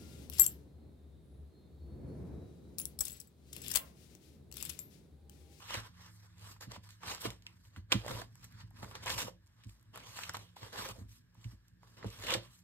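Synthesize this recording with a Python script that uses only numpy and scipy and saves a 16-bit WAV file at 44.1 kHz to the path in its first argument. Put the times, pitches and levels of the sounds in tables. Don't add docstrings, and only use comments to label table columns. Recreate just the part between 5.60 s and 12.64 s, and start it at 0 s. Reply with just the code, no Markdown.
import sys
import numpy as np
from scipy import signal
from scipy.fft import rfft, irfft, next_fast_len
from scipy.io import wavfile
from scipy.ndimage import uniform_filter1d

SR = 44100
rng = np.random.default_rng(int(sys.argv[2]) if len(sys.argv) > 2 else 0)


def to_wav(s):
    ch = np.atleast_2d(s).T
    pcm = np.round(np.clip(ch, -1, 1) * 32767)
    wavfile.write(sys.argv[1], SR, pcm.astype(np.int16))


N = 310370

# hold_start_s, hold_s, level_db, rise_s, fall_s, bass_lift_db, treble_lift_db, presence_lift_db
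STROKES = [(0.032, 0.0566, -59.5, -0.46, 0.1481, 3.5, 6, 8),
           (0.088, 0.03413, -53.5, 0.017, 0.0568, 1, 2, 10.5),
           (0.139, 0.01759, -43.5, 0.0408, 0.0497, 0, -0.5, 7.5),
           (0.174, 0.027, -47.5, 0.0522, 0.0164, 7.5, -0.5, 7),
           (0.266, 0.001062, -56.5, 0.183, 0.0428, 4, 0.5, 6),
           (0.414, 0.07587, -58.5, 0.1409, 0.0253, -5.5, -3, 1.5),
           (0.531, 0.0795, -72, 0.4441, 0.1843, -3.5, 11.5, -0.5),
           (0.601, 0.04908, -67, 0.0624, 0.1587, -4, 1, -0.5),
           (0.781, 0.03165, -68, 0.0746, 0.1829, 2.5, 2, 8.5),
           (0.845, 0.0776, -60, 0.0726, 0.0592, 4, 8, 3.5), (1.01, 0.0254, -52.5, 0.0061, 0.042, 5, 4, 2),
           (1.115, 0.00791, -53, 0.0342, 0.0142, 2.5, -3.5, 2),
           (1.136, 0.023385, -52.5, -0.0138, 0.0272, 5.5, -0.5, 5.5),
           (1.239, 0.03515, -65.5, -0.026, 0.019, -6, 6.5, 5),
           (1.29, 0.01477, -61.5, -0.0008, 0.1197, -12, 5, 2),
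           (1.434, 0.00887, -53, 0.0262, 0.0692, 6.5, -2, 7),
           (1.485, 0.03568, -44, 0.0459, 0.0915, 1.5, 3, 6.5),
           (1.609, 0.02317, -54, 0.0229, 0.0552, 6, 15, 5),
           (1.649, 0.008146, -42.5, 0.0342, 0.0352, 9.5, 4.5, 7),
           (1.673, 0.0398, -62, 0.055, 0.0794, 13.5, 8, 7),
           (1.866, 0.01709, -69.5, 0.09, 0.0917, 3.5, 1.5, 2),
           (1.94, 0.0387, -75, 0.3641, -0.0042, 0, 3.5, -2),
           (2.049, 0.02812, -73, 0.2477, 0.0972, -2.5, 6, -2),
           (2.138, 0.0228, -66.5, 0.033, 0.075, 0, -5, 0),
           (2.163, 0.01328, -63.5, 0.0263, 0.0366, 5, 0.5, 7),
           (2.308, 0.00909, -52.5, 0.01, -0.0148, -2, -6.5, 3),
           (2.322, 0.001152, -32, 0.01, 0.0257, 3, -9.5, 3.5),
           (2.351, 0.000968, -56, 0.0365, 0.1864, 14.5, 3.5, 9.5),
           (2.478, 0.13984, -51, 0.0755, 0.038, 11, 4, 6.5),
           (2.758, .001, -72.5, 0.1673, -0.1543, 0.5, 6, -0.5),
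           (2.848, 0.000948, -58, 0.0604, 0.0365, -0.5, 5, 3),
           (2.927, 0.01096, -69, -0.1891, 0.2175, 2, 2, -1),
           (2.972, 0.03015, -61, -0.1622, 0.1039, -11.5, -7.5, -5),
           (3.005, 0.0155, -54.5, 0.0255, 0.0198, -9.5, -6, 5.5),
           (3.171, 0.0406, -61.5, 0.0426, 0.0968, -3, 0.5, -0.5),
           (3.22, 0.02084, -56, 0.0685, 0.0562, 16.5, 3, 0),
           (3.303, 0.0271, -61, 0.0614, 0.1028, 13.5, 9, 4.5),
           (3.355, 0.000968, -46.5, 0.0304, 0.0737, -1, -11, -6),
           (3.434, 0.02467, -53, 0.0353, 0.1526, 10.5, 2, 6.5),
           (3.462, 0.03657, -46, -0.0011, -0.0339, 6, 1, 10),
           (3.496, 0.0228, -41.5, 0.0147, 0.0534, 2, 6.5, 8),
           (3.578, 0.03684, -42, -0.0004, 0.0473, 0.5, 7, 8.5),
           (3.544, 0.0467, -51.5, 0.0347, 0.0731, 11, 8.5, 6),
           (3.634, 0.05086, -54.5, 0.0472, 0.0237, 9.5, 3, 4),
           (3.996, 0.00097, -77.5, 0.4911, -0.3488, 1, 3, 0.5),
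           (4.049, 0.00096, -67.5, -0.1306, 0.0194, -5, -5, 3.5),
           (4.094, 0.03136, -73, 0.076, 0.0976, 2.5, 15, 1.5),
           (4.198, 0.00096, -79.5, -0.4826, -4.0389, 5.5, 3, 4),
           (4.345, 0.09236, -62, -0.02, 0.1079, 13.5, 2.5, 11),
           (4.487, 0.0433, -58, 0.0644, 0.1863, 3, 7, 7.5),
           (4.557, 0.10512, -54.5, 0.0241, 0.0704, -0.5, 7, 9),
           (4.699, 0.000895, -51.5, 0.0681, 0.0286, 10, -0.5, 3),
           (4.749, 0.001005, -43, -0.0188, 0.0231, 1, 2.5, 4.5),
           (4.79, 0.0008545, -60.5, -0.0034, 0.1323, 7.5, 7, 12),
           (4.963, 0.0272, -62, 0.0062, 0.1463, 5.5, 8, 7),
           (5.018, 0.0418, -58.5, 0.0229, 0.1378, 9.5, 3.5, 7.5),
           (5.13, 0.03545, -50, 0.0126, 0.0969, 9.5, 1.5, 2.5),
           (5.184, 0.08265, -47, 0.0514, 0.0116, 6.5, 4, 6),
           (5.281, 0.033324, -54.5, 0.0325, 0.0165, 10, 10.5, 11),
           (5.349, 0.06687, -68.5, 0.0728, 0.0516, 17.5, 9.5, 4),
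           (5.491, 0.08243, -75, 0.0223, -0.067, -7, 17, 10.5),
           (5.781, 0.01768, -74.5, -0.0388, -0.0583, 5.5, -3, 0.5),
           (5.832, 0.10132, -67.5, -0.1054, -0.0397, 1.5, 4.5, 1),
           (6.08, 0.01989, -79.5, -0.297, -0.0185, -6.5, 1, 4),
           (6.233, 0.00103, -69, 0.0258, 0.1992, 9.5, 2, -1),
           (6.267, 0.01778, -71.5, 0.0287, -0.7093, 9, 5.5, 4.5),
           (6.369, 0.02654, -63, -0.0052, 0.1012, 11.5, -0.5, 6.5),
           (6.432, 0.000997, -56, 0.0355, 0.0542, 11.5, -11.5, 5),
           (6.461, 0.1192, -62, -0.0145, 0.3307, 4, 8, 9),
           (6.597, 0.03863, -55, 0.0269, 0.1162, 9.5, 6.5, 6.5),
           (6.637, 0.0491, -50, -0.0035, 0.0552, 8.5, 3, 12.5),
           (6.685, 0.0516, -42, 0.0173, 0.0161, 7.5, 0, 15),
           (6.739, 0.02926, -50, -0.0218, 0.0568, 4.5, -5.5, 4),
           (6.821, 0.03999, -68, -0.0304, 0.1054, 2.5, 2.5, 12),
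           (6.889, 0.09955, -77, -0.4239, -0.0862, -5.5, 19.5, 8)]
# frequency_hz, relative_db
PAPER_TONE = [(150, -2.5), (300, -12), (530, 2), (720, -10), (960, 6.5), (1300, 3), (1800, 1.5), (2400, -3),
              (3400, -4.5), (4400, -1), (5600, -2.5), (7000, -8.5), (11000, -12), (16000, -16)]
# start_s, level_db, pitch_hz, rattle_share
SNAPS = [(.107, -32.5, 1006, 0.15), (.1075, -29.5, 3381, 0.13), (.1424, -33, 2518, 0.38),
         (.146, -29, 941.4, 0.31), (.152, -36, 2092, 0.52), (0.9643, -50.5, 1056, 0.3),
         (1.0097, -50, 1703, 0.02), (1.1161, -48, 3552, .43), (1.163, -38, 987.5, 0.23),
         (1.4328, -41.5, 996.2, 0.61), (1.4809, -36, 1147, 0.47), (1.654, -32, 368.2, 0.8),
         (1.662, -32.5, 3410, 0.48), (1.7037, -36.5, 2826, .3), (1.867, -30.5, 2581, 0.04),
         (1.8728, -41.5, 2461, 0.09), (2.0509, -54, 3048, .3), (2.1622, -43.5, 1487, .4),
         (2.32, -15, 2507, .2), (2.3249, -7.5, 3262, 0.12), (2.3278, -22.5, 961.3, .33),
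         (2.4472, -40, 534.6, .4), (2.4632, -34, 572.8, 0.08), (2.4805, -31.5, 1025, 0.4),
         (2.5086, -34.5, 908, .54), (2.6177, -34, 716.4, 0.32), (2.618, -37, 1597, 0.12),
         (2.754, -56.5, 1370, 0.44), (2.8431, -48.5, 1780, 0.19), (2.9232, -57.5, 2720, 0.35),
         (3.011, -43.5, 2770, 0.06), (3.1102, -56, 875, 0.31), (3.2282, -35, 559, .42),
         (3.229, -44.5, 1399, 0.09), (3.245, -38.5, 1291, 0.26), (3.28, -50, 1398, 0.15),
         (3.312, -44, 1159, 0.49), (3.3528, -36, 2707, 0.39), (3.46, -39, 933.4, .7),
         (3.4787, -30, 2446, 0.53), (3.501, -26.5, 2876, 0.63), (3.582, -34.5, 2254, .2),
         (3.6821, -35.5, 528, 0), (4.037, -51, 3074, 0.42), (4.0931, -53, 2650, 0.39),
         (4.3583, -44.5, 964.1, 0.71), (4.3742, -42.5, 935, 0.71), (4.5886, -35.5, 1052, 0.55),
         (4.61, -37.5, 1451, 0.26), (4.635, -32, 2541, 0.47), (4.6949, -30.5, 1448, 0),
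         (4.7448, -30, 1128, 0.1), (4.748, -35, 1176, .6), (4.7527, -41.5, 1186, 0.75),
         (4.7681, -33.5, 1104, 0.35), (4.9665, -40.5, 976.6, 0.32), (5.0307, -32.5, 984, 0.24),
         (5.1277, -45.5, 1004, 0.53), (5.159, -36.5, 1040, 0.43), (5.189, -37, 1092, 0.54),
         (5.254, -39, 1112, 0.57), (5.2858, -41, 478.8, 0.61), (5.2934, -41.5, 535, 0.23),
         (5.7519, -59, 949.8, 0.39), (5.843, -51.5, 2690, 0.77), (6.2323, -49.5, 994, 0.06),
         (6.428, -39.5, 1818, 0.06), (6.4448, -29, 450.2, 0.16), (6.637, -37.5, 2480, 0.31),
         (6.668, -34.5, 2278, 0.8), (6.687, -29.5, 1812, 0.35), (6.7058, -15.5, 2583, .15),
         (6.718, -24, 3437, 0.27), (6.724, -28.5, 3398, .4), (6.7385, -19.5, 3529, 0.34),
         (6.742, -25.5, 2201, 0.59), (6.751, -23.5, 604.1, 0.16)]
# start_s, level_db, centre_hz
EDGE_TICKS = [(0.142, -32, 5128), (0.203, -47.5, 5620), (.782, -59, 5140), (0.795, -54.5, 5220),
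              (1.011, -45, 6030), (1.118, -40.5, 4054), (1.3058, -46.5, 4910), (1.527, -49.5, 5490),
              (1.5482, -38, 5180), (1.6178, -37.5, 10280), (1.6621, -51.5, 5280), (1.7041, -43.5, 6757),
              (1.8228, -53.5, 4093), (1.8662, -44.5, 5112), (1.926, -66.5, 4228), (2.32, -24, 5062),
              (2.4637, -39.5, 4297), (2.4816, -40, 5618), (2.5137, -36, 3888), (2.616, -43, 5481),
              (2.7547, -52.5, 6930), (2.843, -44, 9850), (2.848, -49, 5941), (2.8518, -53, 11370),
              (2.924, -56.5, 12510), (3.106, -61, 11930), (3.2432, -51.5, 4590), (3.3538, -43.5, 4560),
              (3.439, -45.5, 6760), (3.4603, -38.5, 7584), (3.862, -66, 7500), (3.869, -64, 6981),
              (3.8752, -62, 5486), (4.045, -55, 4594), (4.0702, -59, 4054), (4.0953, -54, 7190),
              (4.1663, -70.5, 5810), (4.197, -66.5, 6001), (4.2113, -65, 10480), (4.2277, -61, 11340),
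              (4.358, -46.5, 8580), (4.3749, -43, 8379), (4.554, -54.5, 6000), (4.635, -44, 9070),
              (4.694, -34, 4313), (4.737, -44.5, 10990), (4.744, -43, 4400), (4.753, -49, 4160),
              (4.7694, -38, 5522), (5.031, -56, 5490), (5.189, -51.5, 5060), (5.2887, -37.5, 5636),
              (5.394, -58, 5000), (5.5806, -63, 9820), (5.7457, -61.5, 12100), (5.842, -57, 5750),
              (6.082, -58, 7230), (6.5028, -48.5, 4885), (6.739, -47, 5327), (6.7414, -47.5, 5340),
              (6.748, -46.5, 5200), (6.9904, -59, 5705)]
# start_s, level_db
COVER_SLAPS = [(.144, -36.5), (1.65, -56), (2.322, -29), (2.513, -30), (3.229, -45), (3.499, -40),
               (3.563, -38.5), (5.189, -40.5), (5.258, -40), (6.69, -35), (6.722, -26.5), (6.749, -26.5),
               (6.79, -45)]
# pitch_hz, relative_db, t60_s
COVER_MODES = [(530, 0, .055), (345, -8, .06), (940, -10, .04)]
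# start_s, level_db, main_pitch_hz, t60_s, upper_modes_db
THUMPS = [(.159, -36, 108.3, 0.1656, -11.5), (1.067, -40, 118.2, 0.1744, -5.5),
          (1.165, -47, 90.87, 0.1414, 1), (1.461, -43.5, 99.8, 0.1629, -10), (1.66, -35, 114.4, 0.1989, -5),
          (1.985, -52, 98.6, 0.209, -17), (2.166, -35.5, 89.7, 0.1613, -8.5),
          (2.341, -25.5, 113.1, 0.14957, 3.5), (2.488, -38, 120.6, 0.2496, -7),
          (2.53, -40.5, 113, 0.1162, -2.5), (2.929, -44.5, 106.3, 0.1357, -10),
          (3.026, -37.5, 107.2, 0.1415, -19.5), (3.114, -52, 106.7, .18, -18.5),
          (3.218, -44, 121.5, 0.23935, -3), (3.497, -42, 80.75, 0.36, -18.5),
          (3.548, -37.5, 110.9, 0.092, -20), (3.636, -43, 113, 0.2883, -5),
          (4.052, -38.5, 106.8, 0.2446, -12.5), (4.475, -50.5, 107.4, 0.1155, -8),
          (4.755, -47.5, 107.6, 0.2477, -12), (5.017, -41.5, 107.2, 0.0934, -5.5),
          (5.176, -46, 97.83, 0.1737, 2.5), (5.298, -40.5, 110.3, 0.1174, -8.5),
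          (5.37, -44.5, 101, 0.1947, -8), (5.402, -38.5, 97.14, 0.2187, -9),
          (5.44, -43.5, 97.2, 0.19195, -9.5), (5.5, -50, 100.6, 0.1679, -11),
          (5.766, -50, 111.7, 0.3078, -15), (5.845, -33, 113.7, 0.1922, -16.5),
          (5.92, -47.5, 92.6, 0.16794, -4), (6.115, -50, 105.2, 0.145, -26.5),
          (6.447, -31.5, 105.8, 0.13528, 0), (6.585, -45, 101.2, 0.2805, -15),
          (6.757, -36, 113.1, 0.13434, -3.5)]
# pitch_hz, relative_db, t60_factor
TABLE_MODES = [(55.2, -2, 2.8), (198.42, 3.5, 0.5762), (252.14, 8, 0.282), (328.52, -12.5, 0.92),
               (533.28, -31, 1.3)]
# time_s, level_db
TREMBLE_LEVEL = [(0, -77), (.15, -54.5), (.31, -62.5), (.66, -72), (.86, -63), (1.7, -70.5), (2.0, -66),
                 (2.3, -66), (2.53, -47), (2.71, -62), (3.4, -57), (3.9, -72), (4.31, -64.5), (5.05, -74),
                 (5.37, -59.5), (5.9, -75), (6.6, -56.5), (6.88, -63.5), (7.04, -83)]
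# centre_hz, width_hz, relative_db
TREMBLE_BANDS = [(52.18, 16, -3), (89, 14, -5.5), (112.08, 22.3, 4), (228.24, 58, -6.5)]
# pitch_hz, wander_hz, base_level_db, change_over_scene_db
HUM_TONES = [(83.419, 1.6, -67.5, -1), (103.14, 1.5, -60.5, -9), (175.32, 1.5, -69, 2.5),
             (328.64, 4.8, -87.5, 4)]
# time_s, gain_db
HUM_RIDE = [(0, -3.5), (.55, -0.5), (.8, -1), (1.3, -5), (1.6, 0), (2, -4), (2.9, -2.5), (3.4, 1),
            (4.2, -11), (4.8, -1.5), (5.5, -13.5), (6.2, -10.5), (7.04, -8)]
# frequency_hz, relative_db
HISS_TONE = [(30, -7.5), (100, -6.5), (200, -17), (330, -18), (500, -30.5), (900, -32), (1300, -28.5),
             (1700, -14.5), (2000, -27.5), (2400, -28), (5500, -32.5), (7500, -38.5), (16000, -37.5)]
# frequency_hz, t60_s
ROOM_DECAY = [(200, 0.32), (1000, 0.17), (4000, 0.24), (12000, 0.16)]
# frequency_hz, left_lead_rad
LEFT_LEAD = [(0, 0), (300, 1.2187), (600, 0.5), (900, -.5), (1250, 1.5), (2000, 0.5), (2600, 2.5),
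             (4000, 3.5), (5800, 2.5), (8100, 7), (10300, 9.5), (12600, 13.5), (15000, 16), (16500, 16.5)]
# frequency_hz, likeness
STEREO_LIKENESS = [(60, 1), (250, 0.96), (600, 0.45), (1000, 0.4), (2500, 0.49), (3600, 0.41), (5500, 0.77),
                   (8500, 0.6), (10300, .95), (11500, 0.8), (12600, 0.77), (13600, 0.7), (15000, 0.91),
                   (16000, 0.98)]
# frequency_hz, left_minus_right_db
BALANCE = [(60, 1.5), (300, -4), (800, -1), (1200, 0.3717), (2600, -1.5), (3600, -4.5), (5000, 0),
           (6500, -0.5)]


def gain_of(db):
    return 10 ** (np.asarray(db) / 20)


def unit_rms(x):
    return x / np.sqrt(np.mean(x ** 2) + 1e-20)


def curve_at(points, hz):
    point_hz, value = np.transpose(points)
    return np.interp(np.log(hz + 1), np.log(point_hz + 1), value)


def add(mix, start_s, sound):
    part = mix[..., round(start_s * SR):][..., :sound.shape[-1]]
    part += sound[..., :part.shape[-1]]


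def resonate(x, hz, width_hz):
    return signal.lfilter(*signal.iirpeak(hz, hz / width_hz, SR), x)


def filtered(x, response):
    size = next_fast_len(N + 4096)
    return irfft(rfft(x, size) * response(np.fft.rfftfreq(size, 1 / SR)), size)[..., :N]


def drift(seconds):
    size = max(round(seconds * SR), 1)
    return unit_rms(uniform_filter1d(uniform_filter1d(rng.standard_normal(N), size), size))


def sheet_strokes(t, creep_db=-95, edge_lifts_db=(1.5, 1, 1)):
    start, hold, db, rise, fall, *lifts_db = np.transpose(STROKES)[..., None]
    early_s = np.maximum(start - t, 0)
    late_s = np.maximum(t - start - abs(hold), 0)
    fade = early_s / abs(rise) + late_s / abs(fall)
    power = gain_of(db - 20 * fade) ** 2
    total = power.sum(0) + gain_of(creep_db) ** 2
    lifts_db = [lift + per_step * fade for lift, per_step in zip(lifts_db, edge_lifts_db)]
    return np.sqrt(total), [(power * lift).sum(0) / total for lift in lifts_db]


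def sheet_rubbing(slips_per_s=1500, spread_db=3.0, smooth_share=0.7377, clump_db=1.5, patchy_db=2.5):
    slip_sizes = gain_of(spread_db * np.minimum(rng.exponential(1, N), 5))
    slips = slip_sizes * (rng.random(N) < slips_per_s / SR)
    grain = unit_rms(signal.lfilter([1], [1, -.93], slips))
    texture = (smooth_share + (1 - smooth_share) * grain) * gain_of(clump_db * drift(0.011))
    friction = unit_rms(texture * rng.standard_normal((2, N)))
    hz, t, spectrum = signal.stft(friction, SR, nperseg=256, noverlap=192)
    patches = uniform_filter1d(rng.standard_normal(spectrum.shape[1:]), size=3, axis=0)
    patches = unit_rms(uniform_filter1d(patches, size=30, axis=1))
    bass = 1 / (1 + (hz / 900) ** 4)
    treble = 1 / (1 + (5500 / (hz + 1)) ** 4)
    presence = np.exp(-(np.log((hz + 1) / 3000) / 0.3042) ** 2)
    stroke_gain, lifts_db = sheet_strokes(t)
    eq_db = sum(np.outer(band, db) for band, db in zip([bass, treble, presence], lifts_db))
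    paper = unit_rms(gain_of(curve_at(PAPER_TONE, hz)))
    spectrum = spectrum * paper[:, None] * gain_of(eq_db + patchy_db * patches)
    rub = signal.istft(spectrum, SR, nperseg=256, noverlap=192)[1][:, :N]
    return rub * np.interp(np.arange(N) / SR, t, stroke_gain)


def sheet_snaps(q=1.4, rise_s=.0002, ring_cycles=13, bite=.8, bite_s=.0012, rattle_t60_s=0.04437):
    out, t = np.zeros((2, N)), np.arange(6000) / SR
    noises = rng.standard_normal((len(SNAPS), 2, len(t)))
    phases = rng.random((len(SNAPS), 2, 1))
    attack = (1 - np.exp(-t / rise_s)) * (1 + bite * np.exp(-t / bite_s))
    for (start_s, db, hz, rattle_share), noise, phase in zip(SNAPS, noises, phases):
        decay = gain_of(-60 * t * hz / ring_cycles)
        ring = np.sin(2 * np.pi * (hz * t + phase)) * decay
        rattle = unit_rms(resonate(noise, hz, hz / q)) * gain_of(-60 * t / rattle_t60_s)
        snap = (1 - rattle_share) * ring + rattle_share * rattle
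        add(out, start_s, gain_of(db) * snap * attack)
    return out


def edge_ticks(q=1.4, t60_s=0.012):
    out, t = np.zeros((2, N)), np.arange(3000) / SR
    noises = rng.standard_normal((len(EDGE_TICKS), 2, len(t)))
    for (start_s, db, hz), noise in zip(EDGE_TICKS, noises):
        burst = unit_rms(resonate(noise, hz, hz / q))
        add(out, start_s, gain_of(db - 60 * t / t60_s) * burst)
    return out


def cover_slaps(rise_s=.003):
    out, t = np.zeros((2, N)), np.arange(8000) / SR
    attack = 1 - np.exp(-t / rise_s)
    phases = rng.random((len(COVER_SLAPS), 2, 1))
    for (start_s, db), phase in zip(COVER_SLAPS, phases):
        ring = sum(gain_of(mode_db - 60 * t / t60_s) * np.sin(2 * np.pi * (hz * t + phase))
                   for hz, mode_db, t60_s in COVER_MODES)
        add(out, start_s, gain_of(db) * ring * attack)
    return out


def table_thumps(rise_s=0.0095, hold_s=0.023725, main_t60_factor=0.7366, main_db=-4.5, deep_db=-12):
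    out, t = np.zeros(N), np.arange(20000) / SR
    attack = 1 - np.exp(-(t / rise_s) ** 2)
    for start_s, db, main_hz, t60_s, upper_db in THUMPS:
        decay_db = 60 * np.maximum(t - hold_s, 0) / (main_t60_factor * t60_s)
        ring = np.sin(2 * np.pi * main_hz * t) * gain_of(main_db - decay_db)
        for hz, mode_db, t60_factor in TABLE_MODES:
            strike_db = mode_db + (deep_db if hz < main_hz else upper_db)
            ring += np.sin(2 * np.pi * hz * t) * gain_of(strike_db - 60 * t / (t60_factor * t60_s))
        add(out, start_s, gain_of(db) * ring * attack)
    return out


def table_tremble():
    noise = rng.standard_normal((2, N))
    rumble = sum(gain_of(db) * unit_rms(resonate(resonate(noise, hz, width_hz), hz, width_hz))
                 for hz, width_hz, db in TREMBLE_BANDS)
    level_db = np.interp(np.arange(N) / SR, *np.transpose(TREMBLE_LEVEL))
    return unit_rms(rumble) * gain_of(level_db)


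def room_reverb(x, send_db=-12.5, tap_gap=20):
    taps = np.zeros((2, SR // 2))
    slots = np.arange(200, SR // 2 - tap_gap, tap_gap)
    arrivals = slots + rng.integers(0, tap_gap, (2, len(slots)))
    np.put_along_axis(taps, arrivals, rng.choice([-1., 1.], arrivals.shape), 1)
    hz, t, spectrum = signal.stft(taps, SR, nperseg=256)
    decay = gain_of(-60 * t / curve_at(ROOM_DECAY, hz)[:, None])
    tail = signal.istft(spectrum * decay, SR, nperseg=256)[1]
    return gain_of(send_db) * signal.fftconvolve(x, tail / np.linalg.norm(tail[0]), axes=1)[:, :N]


def room_hum(waver_db=3.5):
    tones, t = np.zeros(N), np.arange(N) / SR
    for hz, wander_hz, db, change_db in HUM_TONES:
        level_db = db + change_db * t / t[-1] + waver_db * drift(0.11)
        pitch_hz = hz + wander_hz * drift(.2)
        tones += gain_of(level_db) * np.sin(2 * np.pi * np.cumsum(pitch_hz) / SR)
    return np.sqrt(2) * tones * gain_of(np.interp(t, *np.transpose(HUM_RIDE)))


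def room_hiss(level_db=-75.5, swell_db=.5):
    hiss = filtered(rng.standard_normal((2, N)), lambda hz: gain_of(curve_at(HISS_TONE, hz)))
    return gain_of(level_db + swell_db * drift(.1)) * unit_rms(hiss)


def scene():
    pages = sheet_rubbing() + sheet_snaps() + edge_ticks() + cover_slaps()
    return pages + room_reverb(pages) + table_thumps() + table_tremble() + room_hum() + room_hiss()


def record(dry, low_cut_hz=41.76, high_cut_hz=15750):
    likeness = lambda hz: np.clip(curve_at(STEREO_LIKENESS, hz), 0, 1)
    lag = lambda hz: np.exp(-1j * np.interp(hz, *np.transpose(LEFT_LEAD)))
    left = filtered(dry[0], lambda hz: gain_of(curve_at(BALANCE, hz) / 2))
    shared = filtered(dry[0], lambda hz: likeness(hz) * lag(hz))
    right_only = filtered(dry[1], lambda hz: np.sqrt(1 - likeness(hz) ** 2))
    right = filtered(shared + right_only, lambda hz: gain_of(-curve_at(BALANCE, hz) / 2))
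    low_cut = signal.butter(3, low_cut_hz, btype="high", fs=SR, output="sos")
    pair = signal.sosfilt(low_cut, [left, right])
    high_cut = signal.firwin(511, high_cut_hz, window=("kaiser", 9), fs=SR)
    return signal.oaconvolve(pair, high_cut[None], "same")


dry = scene()
out = record(dry)
to_wav(out)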